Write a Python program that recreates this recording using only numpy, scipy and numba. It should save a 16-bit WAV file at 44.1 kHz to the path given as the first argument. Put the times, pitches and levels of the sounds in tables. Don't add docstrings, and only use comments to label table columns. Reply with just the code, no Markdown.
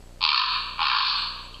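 import sys
import numpy as np
from scipy import signal
from scipy.fft import rfft, irfft
from scipy.io import wavfile
from scipy.ndimage import uniform_filter1d
from numba import njit

SR = 44100
rng = np.random.default_rng(int(sys.argv[2]) if len(sys.argv) > 2 else 0)


def generate_wav(signal):
    frames = np.transpose(np.atleast_2d(signal))
    scaled = np.clip(frames, -1, 1) * 32767
    pcm = np.round(scaled).astype(np.int16)
    wavfile.write(sys.argv[1], SR, pcm)


N = 70560


def undb(db):
    return 10 ** (np.asarray(db) / 20)


def lookup(points, hz):
    freqs_hz, values = np.array(points, float).T
    return np.interp(np.log(np.maximum(hz, 1)), np.log(freqs_hz), values)


def convolve(x, response):
    return signal.fftconvolve(x, response)[:N]


def colour(x, curve_db, size=2048):
    cepstrum = irfft(np.log(undb(curve_db(np.fft.rfftfreq(size, 1 / SR)))))
    cepstrum[1:size // 2] *= 2
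    cepstrum[size // 2 + 1:] = 0
    return convolve(x, irfft(np.exp(rfft(cepstrum))))


def drift(rate_hz):
    hold = int(SR / rate_hz)
    return uniform_filter1d(np.repeat(rng.standard_normal(N // hold + 1), hold), hold)[:N]


def add(track, at_s, sound):
    part = track[int(at_s * SR):][:len(sound)]
    part += sound[:len(part)]


@njit
def follow(x, attack_s, release_s):
    out, level = np.empty(len(x)), 0.
    for i in range(len(x)):
        level += (x[i] - level) / (SR * (attack_s if x[i] > level else release_s))
        out[i] = level
    return out


# freq_hz, relative_db
HISS_SPECTRUM = [(200, 5), (600, 10), (1300, -2), (2000, -2.5), (3700, -3), (4500, -0.5), (5400, -5),
                 (7000, -5), (10000, -9.5), (13000, -14.5), (15000, -24)]


def camera_hiss(rms_db=-56):
    hiss = colour(rng.standard_normal(N), lambda hz: lookup(HISS_SPECTRUM, hz))
    return undb(rms_db) * hiss / hiss.std()


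def camera_buzz(t, frame_hz=29.97, offset_s=.0265, duty=.44, sag_hz=16.3, edge_hz=2800, gain_db=-38.5):
    frames = (t - offset_s) * frame_hz
    square = (frames % 1 < duty + .044 * drift(30)) - .5
    sagging = signal.sosfilt(signal.butter(2, sag_hz, "high", fs=SR, output="sos"), square)
    return undb(gain_db) * signal.sosfilt(signal.butter(1, edge_hz, fs=SR, output="sos"), sagging)


def camera_whine(t, whine_hz=7770, whine_db=-71, flicker_db=6, tone_hz=11900, tone_db=-86):
    pitch_hz = whine_hz + 90 * drift(600)
    level_db = whine_db + flicker_db * drift(25.03)
    whine = undb(level_db) * np.sin(2 * np.pi * np.cumsum(pitch_hz) / SR)
    return whine + undb(tone_db) * np.sin(2 * np.pi * tone_hz * t)


# freq_hz, t60_s
WASH_DECAY = [(700, 1), (1100, 1.0), (1600, 0.8044), (2700, 1.0), (4300, 0.83), (5200, 0.5741)]
# freq_hz, gain_db
WASH_COLOUR = [(750, -7), (1100, -1), (1600, 1.5), (2000, -1), (2700, -1.5), (4500, 1.5), (5200, -3),
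               (6200, 3.5)]


def woods(t, trunks_per_s=2500, spread_db=3, build_s=.056, wash_db=-6, near_decay_s=.039, near_db=-2):
    arrivals = rng.random(N) < trunks_per_s / SR
    echoes = arrivals * rng.standard_normal(N) * undb(spread_db * rng.standard_normal(N))
    spectrum, hz = rfft(echoes, 2 * N), np.fft.rfftfreq(2 * N, 1 / SR)
    centres_hz, t60s_s = np.array(WASH_DECAY).T
    wash = np.zeros(N)
    for weights, t60_s in zip(np.eye(len(centres_hz)), t60s_s):
        band = irfft(spectrum * np.interp(hz, centres_hz, weights))[:N]
        wash += band * undb(-60 * t / t60_s)
    wash *= 1 - np.exp(-t / build_s)
    wash = colour(wash / np.linalg.norm(wash), lambda hz: lookup(WASH_COLOUR, hz))
    near = rng.standard_normal(N) * np.exp(-t / near_decay_s) * (t > .0015)
    return undb(wash_db) * wash + undb(near_db) * near / np.linalg.norm(near)


# freq_hz, gain_db
TICK_RESPONSE = [(1500, -44.5), (2700, -8), (3150, 8), (3650, -21), (4400, 8.5), (5000, -25), (6000, -50),
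                 (9000, -60)]


def tick(t, start_s=1.5425, decay_s=.0043, gain_db=-24):
    burst = rng.standard_normal(N) * (t > start_s) * np.exp(-np.abs(t - start_s) / decay_s)
    return undb(gain_db) * colour(burst, lambda hz: lookup(TICK_RESPONSE, hz))


SPLIT_S = .002
PREROLL_S = 2 * SPLIT_S


def syrinx_pulse(ragged, split_db=-3, rasp_db=.5, size=1024):
    t = np.arange(size) / SR
    click = lambda at_s: np.sinc((t - PREROLL_S - at_s) * SR)
    lead_s, lag_s = SPLIT_S * np.exp(rng.normal(0, (.2603, .4)))
    split = click(-lead_s) + click(lag_s)
    rasp_decay_s = .013 * (ragged + .12)
    rasp = rng.standard_normal(size) * np.exp(-t / rasp_decay_s) * (t > SPLIT_S)
    rough = undb(split_db) * split + undb(rasp_db) * rasp / np.linalg.norm(rasp)
    return (1 - .5 * ragged) * click(0) + ragged * rough


# freq_hz, gain_db
THROAT_RESPONSE = [(400, -58.5), (660, -48.5), (800, -11.5), (930, 4.5), (1110, 4), (1330, -6), (1650, -6),
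                   (1900, -20), (2120, -14.5), (2380, -0.5), (2800, -2.5), (3100, -3), (3500, -2.5),
                   (3900, -1.5), (4450, 4.5), (4800, -4.5), (5200, -12.5), (5450, -22), (5700, -36),
                   (6500, -39.5), (8000, -68.5), (11000, -98.5)]
BASS_FADE_OUT_HZ, TREBLE_FADE_IN_HZ = (1670, 2260), (2930, 4430)
SECOND_RESONANCE_HZ, SECOND_WIDTH_HZ = 1605, 320


def throat(pulse, bass_db, treble_db, low_shift_pct, second_db):
    def response_db(hz):
        bass = np.interp(hz, BASS_FADE_OUT_HZ, (1, 0))
        treble = np.interp(hz, TREBLE_FADE_IN_HZ, (0, 1))
        second = np.exp(-((hz - SECOND_RESONANCE_HZ) / SECOND_WIDTH_HZ) ** 2)
        shifted_db = lookup(THROAT_RESPONSE, hz / (1 + bass * low_shift_pct / 100))
        return shifted_db + bass * bass_db + treble * treble_db + second * second_db
    return colour(pulse, response_db)


# time_s, pulse_rate_hz, relative_db, bass_db, treble_db, low_resonance_shift_pct, second_resonance_db
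CAW_CONTOURS = [
    [(.2088, 123, -23, 0.5, -3, -6, -12.5), (.2163, 93, -16.5, 3, -2.5, 5, -16.5),
     (.238, 82.6, -8.5, -1, 2.5, -6.5, -11), (.251, 79, -3, -0.5, -0.5, 0, -7.5),
     (.277, 73, -7, 0.5, -2, 3.5, -6), (.29, 76.5, -1, -3.5, -4.5, 5.5, -11),
     (.3175, 72.5, -4.5, 1.5, 0, 6, -4.5), (.38, 53.7, -2, -1, -1, 9.5, 3.5), (.398, 48, -2, 1, 0, 8.5, -1),
     (.45, 50, -11, 4, -2.5, 9, 2)],
    [(.7828, 100, -22, 0.5, -17, -7.5, 2), (.7928, 83.4, -16, 4, -13.5, -4, 0.5),
     (.817, 79, -9.5, 2.5, -8.5, -8, -1), (.843, 77.6, -10, -2.5, -3.5, 3.5, 6),
     (.87, 64, -9.5, 0.5, -0.5, 0.5, 5), (.917, 62, -10.5, 6.5, -3, 5.5, 4.5),
     (.97, 53.2, -7.5, 1, -2, 5.5, 3), (1.03, 44.6, -9.5, -1.5, -1, 2, -0.5),
     (1.07, 65.4, -16.5, -5, 6.5, -0.5, 0), (1.145, 61.6, -20.5, -2.5, 5.5, -4, -12)],
]


def caw(contour, gain_db=24.5, scatter_db=.44, roughen_s=(.042, .17), max_pulses=32):
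    times_s, *columns = np.array(contour).T
    out, at_s = np.zeros(N), times_s[0]
    for jitter_db in rng.normal(0, scatter_db, max_pulses):
        rate_hz, relative_db, *beak = (np.interp(at_s, times_s, column) for column in columns)
        ragged = np.interp(at_s - times_s[0], roughen_s, (.24, .85))
        snap = throat(syrinx_pulse(ragged), *beak)
        if at_s < times_s[-1]:
            add(out, at_s - PREROLL_S, undb(relative_db + jitter_db) * snap)
        at_s += 1 / rate_hz
    return undb(gain_db) * out


def scene(caw_sends_db=(-3, 1.5)):
    t = np.arange(N) / SR
    caws = [caw(contour) for contour in CAW_CONTOURS]
    small_tick = tick(t)
    into_woods = sum(undb(db) * call for db, call in zip(caw_sends_db, caws)) + small_tick
    echoes = convolve(into_woods, woods(t))
    electronics = camera_buzz(t) + camera_whine(t) + camera_hiss()
    return (electronics + echoes + small_tick + sum(caws))[None]


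def gain_control(x, threshold_db=-25, ratio=7, attack_s=.019, release_s=.013, lag_s=.002):
    power = follow(x ** 2, attack_s, release_s)
    over_db = np.maximum(10 * np.log10(power + 1e-12) - threshold_db, 0)
    return x * undb((1 / ratio - 1) * follow(over_db, lag_s, lag_s))


def record(dry, cutoff_hz=15200):
    lowpass = signal.ellip(8, .2, 70, cutoff_hz, fs=SR, output="sos")
    return signal.sosfilt(lowpass, gain_control(dry[0]))[None]


dry = scene()
out = record(dry)
generate_wav(out)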